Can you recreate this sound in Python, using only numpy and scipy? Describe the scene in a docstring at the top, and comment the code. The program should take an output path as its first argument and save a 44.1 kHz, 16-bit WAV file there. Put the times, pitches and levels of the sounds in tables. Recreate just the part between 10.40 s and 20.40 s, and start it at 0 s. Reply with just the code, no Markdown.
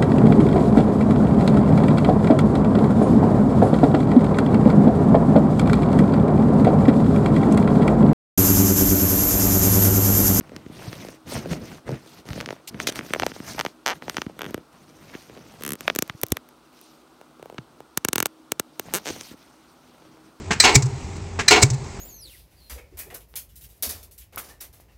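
"""Phone in hand, cat under a blanket

Hand-held in a quiet room, the phone's own microphone close to everything that touches it. Gripping fingers stick
and slip on the plastic case: each slip is one jolt, spread into a sharp crack with a dull thud behind it. Sleeve,
blanket and fur rustle and bump at the microphone (shaped noise under moving levels), the phone lurches now and
then (sagging low sines), and the room stays behind: shaped air noise and narrow bands of hum."""
import sys
import numpy as np
from scipy import signal
from scipy.fft import rfft, irfft, next_fast_len
from scipy.io import wavfile
from scipy.ndimage import uniform_filter1d, map_coordinates

SR = 44100
rng = np.random.default_rng(int(sys.argv[2]) if len(sys.argv) > 2 else 0)


def master_out(mix):
    """Clip the mix to full scale and print it as 16-bit PCM to the path in sys.argv[1]."""
    frames = np.transpose(np.atleast_2d(mix))
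    ceiling = np.clip(frames, -1, 1)
    pcm = np.round(ceiling * 32767).astype(np.int16)
    wavfile.write(sys.argv[1], SR, pcm)


N = 441000  # 10 s


def amp(db):
    """dB to gain."""
    return 10 ** (np.asarray(db) / 20)


def unit(x):
    """Scale to rms 1."""
    return x / np.sqrt(np.mean(x ** 2) + 1e-20)


def wobble(rate):
    """A smooth random curve with rate knots a second."""
    knots = rng.standard_normal(int(N * rate / SR) + 4)
    return map_coordinates(knots, [np.arange(N) * rate / SR])


def filtered(x, response):
    """Multiply the spectrum of x by a response of frequency."""
    size = next_fast_len(N + 8192)
    return irfft(rfft(x, size) * response(np.fft.rfftfreq(size, 1 / SR)), size)[:N]


def coloured(x, spectrum):
    """Shape x by (frequency, level) points joined on a log frequency axis, then scale to rms 1."""
    point_hz, point_db = np.transpose(spectrum)

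    def response(hz):
        return amp(np.interp(np.log(hz + 1), np.log(point_hz), point_db))

    return unit(filtered(x, response))


# spectrum of the room's air: (frequency [Hz], relative density [dB])
AIR_SPECTRUM = [(25, -41), (65, -5.5), (110, -29), (145, -15.5), (330, -4), (430, -10.5), (1400, -12),
                (1750, -24), (4000, -24), (7300, -32), (8500, -28.5), (10200, -33.5), (15800, -37),
                (16300, -85)]
# hum standing in the room: (centre [Hz], level [dB], half width at half amplitude [Hz])
HUM_BANDS = [(146.8, -69.5, 6), (250, -65.5, 5.5), (317, -62.5, 1.6)]


def room():
    """Behind everything: nearly steady air noise, and hum as narrow noise bands that waver."""
    air_db = -56 + 0.27 * wobble(1)
    out = amp(air_db) * coloured(rng.standard_normal(N), AIR_SPECTRUM)
    for centre_hz, level_db, width_hz in HUM_BANDS:
        band = filtered(rng.standard_normal(N), lambda hz: 1 / (1 + ((hz - centre_hz) / width_hz) ** 2))
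        out += amp(level_db) * unit(band)
    return out


# weak slips while the cloth moves: thud energy over its bumping, crack energy over its rubbing, full spread [dB]
SMALL_THUD_DB, SMALL_CRACK_DB, SMALL_SPREAD_DB = 28, 21.5, 9
SMALL_HZ, SMALL_TREBLE_DB = 390, -22  # middle thud pitch, mean treble over crack


def small_slips(count):
    """Scattered weak slips of skin on the case, stronger where the cloth moves more."""
    place, size, pitch, treble = rng.random((count, 4)).T
    s = (.01 + .98 * place) * N / SR
    bump_db, rub_db, _ = movement(s) + SMALL_SPREAD_DB * (size - .5)
    thud_hz = SMALL_HZ * 2 ** (pitch - .5)
    treble_db = SMALL_TREBLE_DB * (.5 + treble)
    return np.transpose([s, thud_hz, bump_db + SMALL_THUD_DB, rub_db + SMALL_CRACK_DB, treble_db])


# a slip that sets off more: (time of first slip [s], slips that follow, first gap [s], last gap [s],
# change by the last slip of thud [dB], crack [dB], treble over crack [dB])
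SLIP_RUNS = [(3.4639, 15, 0.0087, 0.0023, -15, -21, -22), (4.0326, 3, 0.011, 0.01, -1, 3, 4),
             (5.2357, 7, .01405, .01395, 5, -1.5, 4), (5.866, 2, .0191, .0189, 5, -12, 1),
             (7.7579, 3, .0231, .0231, -1, -1, -2), (8.5384, 9, 0.006, 0.0044, -19, -14.5, -9),
             (8.6678, 6, 0.0071, 0.0058, -2, -9, 3)]
RUN_SCATTER_DB, RUN_JITTER = 1.5, .025  # jitter as a share of the last gap
RUN_BEND = 1.18  # above 1, a run changes most towards its end


def slip_runs(singles):
    """Stick-slip repeats: one slip sets off a run whose gaps and levels glide."""
    runs = []
    for start, count, first_gap, last_gap, *change_db in SLIP_RUNS:
        count = round(count)
        nearest = np.argmin(abs(singles[:, 0] - start))
        run = np.tile(singles[nearest], (count, 1))
        run[:, 0] += np.cumsum(np.geomspace(first_gap, last_gap, count))
        run[:, 0] += RUN_JITTER * last_gap * rng.standard_normal(count)
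        progress = (np.arange(1, count + 1) / count) ** RUN_BEND
        run[:, 2:] += np.outer(progress, change_db) + RUN_SCATTER_DB * rng.standard_normal((count, 3))
        runs.append(run)
    return runs


# single slips of skin on the case: (time [s], thud pitch [Hz], thud energy [dB], crack energy [dB],
# treble over crack [dB])
SINGLE_SLIPS = [(.0094, 224, -9.5, -19.5, -32), (0.0942, 280, -20, -23, -35), (0.133, 400, -18, -37, -30),
                (.1638, 251, -11, -14, -21.5), (0.263, 227, -8.5, -23, -39), (0.299, 225, -10.5, -41, -30),
                (0.5294, 370, -13, -12, -30), (.6863, 390, -11, -22, -20), (1.8885, 236, -9.5, -17, -22),
                (1.9048, 118, 0, -12.5, -28), (1.932, 230, -22, -12.5, -30), (2.0033, 670, -19, -7.5, -35),
                (2.01, 590, -15, -9.5, -22), (2.06, 320, -30, -10.5, -22), (2.0886, 567, -10, -8.5, -37),
                (2.1062, 560, -5.5, -8, -33), (2.127, 534, -7, -23, -26), (2.3447, 213, -7.5, -19.5, -50),
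                (2.401, 430, -9, -1, -28), (2.4722, 365, -4, -4, -14), (2.4889, 338, -1, -19, -10),
                (2.5235, 420, -27, -22, -9), (2.5578, 330, -26, -17, -10), (2.5911, 250, -4, -5.5, -29),
                (2.61, 476, -13, -15, -47), (2.706, 280, -6, -17.5, -33), (2.736, 560, 0.5, 4, -23),
                (2.7482, 356, -4, -5.5, -40), (2.761, 565, -1.5, -13, -33), (2.798, 564, -4, 0.5, -19),
                (2.8217, 383, 0, -1.5, -34), (2.833, 298, -10, -3.5, -38), (2.8651, 470, 4, -2, -13),
                (2.9176, 316, -12, -13, -38), (3.002, 245, -5.5, -17, -29), (3.1928, 574, -5, -2, -17),
                (3.1994, 523, -4.5, -1.5, -20), (3.2105, 590, -7, 0, -18), (3.2504, 530, 0, -10.5, -12),
                (3.263, 363, -3.5, -2, -30), (3.4624, 626, -3, 3.5, -14.5), (3.623, 520, -15, -13, -50),
                (3.6812, 527, -3.5, -13, -31), (3.697, 490, -10, -3.5, -13.5), (3.7448, 350, -13, -17, -16),
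                (3.7687, 590, -8, 0.5, -20), (3.782, 300, -3.5, -3.5, -43), (3.818, 423, -8.5, -2.5, -19),
                (3.865, 233, -1, -16, -29), (3.897, 420, -13, -30, -25), (3.9921, 470, -17, -10, -14),
                (4.0089, 570, -13, -9, -38), (4.018, 412, -10, -4.5, -16), (4.0322, 397, -13.5, -12, -25),
                (4.1084, 326, -11, -24, -3), (4.1441, 333, 0.5, -5, -12.5), (4.178, 373, -7.5, -21, -17),
                (4.7509, 255, -7, -17, -31), (4.897, 410, -16.5, -23, -14), (4.9741, 476, -18, -21.5, -20),
                (5.2096, 370, -14, -28, -3), (5.223, 310, -17, -17, -8), (5.2361, 260, -7.5, -10, -2),
                (5.3545, 290, -16, -22.5, -2), (5.4078, 340, -15, -12.5, 1.5), (5.4792, 586, 2.5, 9, -23),
                (5.5001, 530, -1, 4.5, -27), (5.551, 350, -16, -13, 2), (5.5607, 372, -1, -7, 6),
                (5.5886, 280, -1, -1.5, 7.5), (5.6237, 350, 0, -3, 6.5), (5.678, 340, -37, -28, 2),
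                (5.6976, 163, -10, -3.5, -31), (5.815, 340, -29, -23, 11), (5.8343, 395, 4.5, -1, 4.5),
                (5.866, 280, -40, -28, 12), (5.9209, 269, 7, -2.5, 9.5), (5.9695, 370, -10, -5, -12.5),
                (6.089, 360, -42, -29.5, -2), (6.414, 340, -34, -37, 11), (6.8131, 550, -18.5, -27, -9),
                (6.996, 450, -18.5, -34, -10), (7.0271, 410, -13, -20.5, -11), (7.0578, 463, -14, -27, -8),
                (7.0991, 564, -14, -24.5, -11), (7.1253, 390, -15.5, -34, -11),
                (7.1446, 378, -17.5, -29, -14), (7.1822, 550, -21, -9.5, -40), (7.1853, 258, -7, -13, -44),
                (7.4043, 477, -14, -25, -9), (7.5747, 253, -3, 1, 6), (7.6491, 310, 1, 3, 0.5),
                (7.6861, 290, -0.5, -0.5, 2), (7.7315, 326, 0.5, 0.5, 2.5), (7.758, 312, -0.5, 1.5, 2),
                (7.79, 180, -14, -22, 7), (7.858, 453, -2, 2.5, 0), (7.867, 280, -23, -21.5, 10),
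                (8.1199, 375, -1.5, 1.5, 0), (8.1976, 370, -1, -.5, 3), (8.3965, 430, -4.5, -4.5, -1),
                (8.5384, 360, -3, -2.5, 4.5), (8.6575, 510, -10, -15, -13), (8.6678, 467, -8, -10.5, -13),
                (8.8106, 450, -14, -16.5, -4), (8.913, 268, -14, -31, -20), (8.942, 261, -17, -46, -20)]
# each new grip damps the middle range differently: (from time [s], middle range level [dB])
GRIP_CHANGES = [(0, 17.5), (2.3, 15), (2.78, 7.5), (3.95, -2), (4.6, -10), (5.1, -20), (5.4, -10.5),
                (5.65, -4.5), (6.7, -6), (8.6, 5)]
SNAP_SHARE = 0.84  # the middle range follows this part of the treble


def all_slips():
    """Every slip as (time [s], thud [Hz], energies of thud, knock, snap and tick [dB])."""
    singles = np.array(SINGLE_SLIPS, float)
    rows = [singles] + slip_runs(singles) + [small_slips(count=140)]
    s, thud_hz, thud_db, crack_db, treble_db = np.vstack(rows).T
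    since, grip_db = np.transpose(GRIP_CHANGES)
    grip_db = grip_db[np.clip(np.searchsorted(since, s) - 1, 0, None)]
    snap_db = crack_db + SNAP_SHARE * treble_db + grip_db
    return np.transpose([s, thud_hz, thud_db, crack_db, snap_db, crack_db + treble_db])


# the ranges that carry knock, snap and tick of a slip: (centre [Hz], width [octaves])
CRACK_RANGES = [(1700, 0.98), (5000, 0.55), (11500, 0.81)]
# resonances of case and microphone port that colour every slip: (centre [Hz], half width [Hz], peak gain [dB])
CASE_RESONANCES = [(1210, 1330, 14.5), (2220, 190, 3), (3300, 940, 8.5), (6140, 1000, 10), (8320, 760, 6.5),
                   (11970, 1500, 7.5)]
SLIP_SIZE, LEAD = 2048, 256  # samples: one slip, and the part kept ahead of it


def jolts(slips):
    """Bending waves in the case spread each jolt: treble arrives first, the thud last with a falling pitch."""
    hz = np.fft.rfftfreq(SLIP_SIZE, 1 / SR)[None] + 1

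    def hump(centre_hz, octaves):
        return np.exp(-.5 * (np.log2(hz / centre_hz) / octaves) ** 2)

    thud_hz = slips[:, 1:2]
    thud = hump(thud_hz, octaves=0.54) + 0.66 * hump(thud_hz / 2, octaves=1.0)
    humps = [thud] + [hump(*crack_range) for crack_range in CRACK_RANGES]
    colour = amp(sum(db / (1 + ((hz - c) / w) ** 2) for c, w, db in CASE_RESONANCES))
    power = 0
    for column, shape in enumerate(humps, start=2):
        shape = shape * colour
        norm = np.sqrt(np.sum(shape ** 2, axis=1, keepdims=True) * 2 / SLIP_SIZE)
        power = power + (amp(slips[:, column, None]) * shape / norm) ** 2
    slope, delay_s = .9, 0.001017  # delay at 1 kHz; it grows as frequency ** -slope
    turns = LEAD / SR * hz + delay_s * 1000 * ((hz / 1000) ** (1 - slope) - 1) / (1 - slope)
    return irfft(np.sqrt(power) * np.exp(-2j * np.pi * (turns + 0.36)), SLIP_SIZE)


def reflections(jolt, times):
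    """Case edges return the jolt within a millisecond, over a longer weak tail; the blanket adds a dull wake."""
    t = np.arange(SLIP_SIZE) / SR
    edges = np.diff(rng.standard_normal(jolt.shape) * amp(-6.5 - 60 * t / 0.00097), prepend=0)
    edges += rng.standard_normal(jolt.shape) * amp(-23.5 - 60 * t / 0.012)
    grip = np.searchsorted(np.transpose(GRIP_CHANGES)[0], times)
    edges = .85 * edges[grip] + .45 * edges  # mostly alike within a grip
    blanket = uniform_filter1d(rng.standard_normal(jolt.shape), size=3) * amp(-36 - 60 * t / .025)
    return signal.fftconvolve(jolt, edges + blanket, axes=1)[:, :SLIP_SIZE]


def case():
    """Skin sticks and slips on the plastic case: each slip is a jolt and its reflections."""
    slips = all_slips()
    jolt = jolts(slips)
    waves = jolt + reflections(jolt, slips[:, 0])
    # reflections leave the energy of each slip unchanged
    waves *= np.linalg.norm(jolt, axis=1, keepdims=True) / np.linalg.norm(waves, axis=1, keepdims=True)
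    # a faint dulled copy 3 ms ahead of each crack
    dulled = uniform_filter1d(uniform_filter1d(waves, size=4), size=3) - uniform_filter1d(waves, size=15)
    waves += amp(-21) * np.roll(dulled, -round(.003 * SR), axis=1)
    at = np.round(slips[:, :1] * SR).astype(int) + np.arange(SLIP_SIZE) - LEAD
    return np.bincount(at.ravel(), waves.ravel(), N + SR)[:N]


# movements of cloth past the phone, each a list of (time [s], bumping level [dB], fibre hiss level [dB])
CLOTH_MOVES = [
    [(.03, -52, -63), (.13, -45.5, -67), (.269, -49.5, -62.5), (.404, -43.5, -50), (.51, -40, -48),
     (.673, -44.5, -50), (.76, -55, -57.5)],
    [(.872, -33.5, -52), (.9, -40.5, -39.5), (.948, -34.5, -36.5), (1.048, -35.5, -53.5),
     (1.127, -33.5, -42.5), (1.187, -35.5, -57), (1.277, -40, -49), (1.39, -47, -57)],
    [(1.47, -36.5, -55.5), (1.522, -32, -51.5), (1.62, -55, -62), (1.716, -55.5, -53.5), (1.81, -52, -57)],
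    [(1.865, -41.5, -53), (1.916, -40.5, -49), (1.99, -39, -48), (2.07, -41.5, -60), (2.13, -49, -51),
     (2.2, -54.5, -73)],
    [(2.31, -47, -63), (2.355, -43, -63), (2.424, -37, -53), (2.534, -42.5, -47), (2.574, -41.5, -62),
     (2.634, -43, -52), (2.68, -45, -46), (2.819, -38.5, -48.5), (2.908, -45, -49)],
    [(2.94, -46, -45.5), (3.03, -46.5, -51), (3.083, -41.5, -38.5), (3.243, -43, -49.5), (3.3, -56, -54)],
    [(3.472, -65, -64), (3.57, -48, -53.5)],
    [(3.625, -47.5, -56), (3.786, -47, -49.5), (3.901, -52, -63), (3.931, -55, -68), (4.096, -41.5, -56),
     (4.2, -49, -72)],
    [(4.33, -54, -60.5), (4.55, -58, -62.5), (4.679, -46, -54), (4.799, -59, -52.5), (4.919, -52.5, -57.5),
     (4.969, -52, -60), (5.213, -51.5, -56), (5.34, -49, -57)],
    [(5.39, -63, -55), (5.488, -41.5, -53), (5.547, -50, -60), (5.597, -62, -58), (5.752, -62, -63),
     (5.782, -85, -60), (5.932, -60, -62), (5.98, -52, -67)],
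    [(6.33, -79, -63), (6.425, -90, -57), (6.62, -82, -64.5)],
    [(7.0, -61, -77), (7.209, -65, -76), (7.45, -62.5, -75)],
    [(8.2, -71, -81), (8.4, -69, -60), (8.466, -44, -53.5), (8.635, -55, -54), (8.665, -58, -37),
     (8.705, -38.5, -39), (8.84, -51.5, -48.5), (8.88, -61, -45.5), (8.935, -47, -54)],
    [(8.97, -65, -62), (9.45, -62.5, -65), (9.9, -59, -67)],
]
# levels while nothing moves: bumping [dB], fibre hiss [dB]
STILL_LEVELS = [-87, -73]
RISE_S, FALL_S, FADE_DB = .02, .035, 20  # a movement starts and stops abruptly: FADE_DB in each such time
RUB_SHARE, RUB_DB = 0.61, -3.5  # rubbing lies between hiss (0) and bumping (1), plus this offset


def movement(t):
    """Cloth levels in dB of bumping, rubbing and hiss at the times t; the strongest movement counts."""
    gain = np.outer(amp(STILL_LEVELS), np.ones(len(t)))
    for move in CLOTH_MOVES:
        s, *levels = np.transpose(move)
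        before = np.clip((s[0] - t) / RISE_S, 0, 3)
        after = np.clip((t - s[-1]) / FALL_S, 0, 3)
        fade_db = FADE_DB * (before + after)
        gain = np.maximum(gain, amp([np.interp(t, s, level_db) - fade_db for level_db in levels]))
    bump_db, hiss_db = 20 * np.log10(gain)
    rub_db = RUB_SHARE * bump_db + (1 - RUB_SHARE) * hiss_db + RUB_DB
    return np.array([bump_db, rub_db, hiss_db])


def fibres(rate, spread_db, share):
    """Noise in which tiny catches of fibre on fibre, rate a second, hold a share of the power."""
    caught = rng.random(N) < rate / SR
    catches = caught * amp(spread_db * rng.exponential(size=N)) * rng.standard_normal(N)
    return np.sqrt(1 - share) * rng.standard_normal(N) + np.sqrt(share) * unit(catches)


def patchy(x, depth_db):
    """Different fibres catch at different pitches: patches of random gain in time and frequency."""
    z = signal.stft(x, nperseg=256)[2]
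    field = uniform_filter1d(rng.standard_normal(z.shape), size=10, axis=0)
    field = uniform_filter1d(field, size=8, axis=1)
    return unit(signal.istft(z * amp(depth_db * unit(field)), nperseg=256)[1][:N])


# spectrum of cloth bumping the microphone: (frequency [Hz], relative density [dB])
BUMP_SPECTRUM = [(15, -62), (25, -4.5), (86, -6.5), (151, -1), (239, -3), (279, -5), (700, -16.5),
                 (910, -45.5), (1540, -120)]
# spectrum of cloth rubbing: (frequency [Hz], relative density [dB])
RUB_SPECTRUM = [(210, -55.5), (350, -24.5), (665, -1.5), (1120, -7), (1980, -8), (3040, -15), (4000, -24),
                (5200, -24), (8800, -120)]
# spectrum of fibre hiss: (frequency [Hz], relative density [dB])
FIBRE_SPECTRUM = [(1180, -41.5), (2000, -9), (2430, -6), (2960, -7), (4420, -4.5), (5000, -5.5),
                  (6030, -4.5), (7740, -14.5), (8620, -9.5), (10200, -16), (14800, -14.5), (16200, -31),
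                  (16800, -78)]
# a fingertip dragging for a moment: (time [s], length [s], rubbing level [dB], fibre hiss level [dB])
FINGER_DRAGS = [(2.273, 0.03, -54, -37.5), (2.396, 0.052, -51, -44), (2.4695, .013, -35.5, -21),
                (2.4824, 0.023, -33.5, -27), (2.548, 0.059, -47, -42), (2.831, 0.0063, -17.5, -54),
                (3.178, .013, -37, -55), (4.734, 0.068, -47, -81), (8.569, 0.04, -51, -70),
                (8.653, 0.018, -41, -53)]


def cloth():
    """At the microphone: movements bump the phone in lumps and drag fibres past; fingertips drag too."""
    t = np.arange(N) / SR
    gain = amp(movement(t))
    for start, length, *drag_db in FINGER_DRAGS:
        u = (t - start) / length
        stroke = np.clip(np.minimum(12 * u, 3 * (1 - u)), 0, 1)  # quick start, slower end
        gain[1:] += np.outer(amp(drag_db), stroke)
    jerk, lump = wobble(35), wobble(24)
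    bump = coloured(rng.standard_normal(N), BUMP_SPECTRUM)
    bump = unit(amp(0.98 * lump + 2.2 * jerk) * bump)
    rub = patchy(fibres(rate=600, spread_db=2.5, share=.45), depth_db=3)
    rub = unit(amp(1.3 * jerk + .8 * lump) * coloured(rub, RUB_SPECTRUM))
    hiss = patchy(fibres(rate=2500, spread_db=2, share=.3), depth_db=3)
    hiss = unit(amp(1.3 * jerk + 1.2 * wobble(300)) * coloured(hiss, FIBRE_SPECTRUM))
    return np.sum(gain * [bump, rub, hiss], axis=0)


# the whole phone lurches in the hand: (time [s], nominal pitch [Hz], level before rise and decay [dB],
# time to decay 60 dB [s])
PHONE_LURCHES = [(0.478, 128, -21, 0.071), (0.956, 134, -19.5, 0.063), (1.113, 182, -14, 0.12),
                 (1.492, 155, -20.5, 0.077), (1.522, 153, -17.5, 0.12), (5.699, 121, -31, 0.043),
                 (5.749, 130, -26, 0.031), (5.836, 122, -24, 0.041), (5.922, 92, -7.5, 0.032),
                 (7.186, 142, -31, 0.11), (9.69, 160, -41.5, 0.061)]


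def lurches():
    """The phone swings in the hand: a soft low sine whose pitch sags as it dies."""
    out, t = np.zeros(N + SR), np.arange(SR // 4) / SR
    for start, hz, level_db, t60 in PHONE_LURCHES:
        cycles = hz * t
        level = amp(level_db - 60 * t / t60) * (1 - np.exp(-cycles / 0.21))
        out[round(start * SR):][:len(t)] += level * np.sin(2 * np.pi * cycles ** 0.93)
    return out[:N]


def scene():
    """Everything reaches one microphone."""
    return (room() + case() + cloth() + lurches())[None]


TOP_HZ = 17100  # nothing passes above


def record(dry):
    """The input stage rounds off the sharpest cracks; deepest bass and the top of the band are cut."""
    rounded = dry[0] / (1 + np.abs(dry[0] / .88) ** 4) ** (1 / 4)

    def response(hz):
        top = np.sin(np.pi / 2 * np.clip((TOP_HZ - hz) / 900, 0, 1)) ** 2
        bass = hz ** 4 / (hz ** 4 + 45 ** 4)  # half amplitude at 45 Hz
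        return top * bass

    return filtered(rounded, response)[None]


dry = scene()
out = record(dry)
master_out(out)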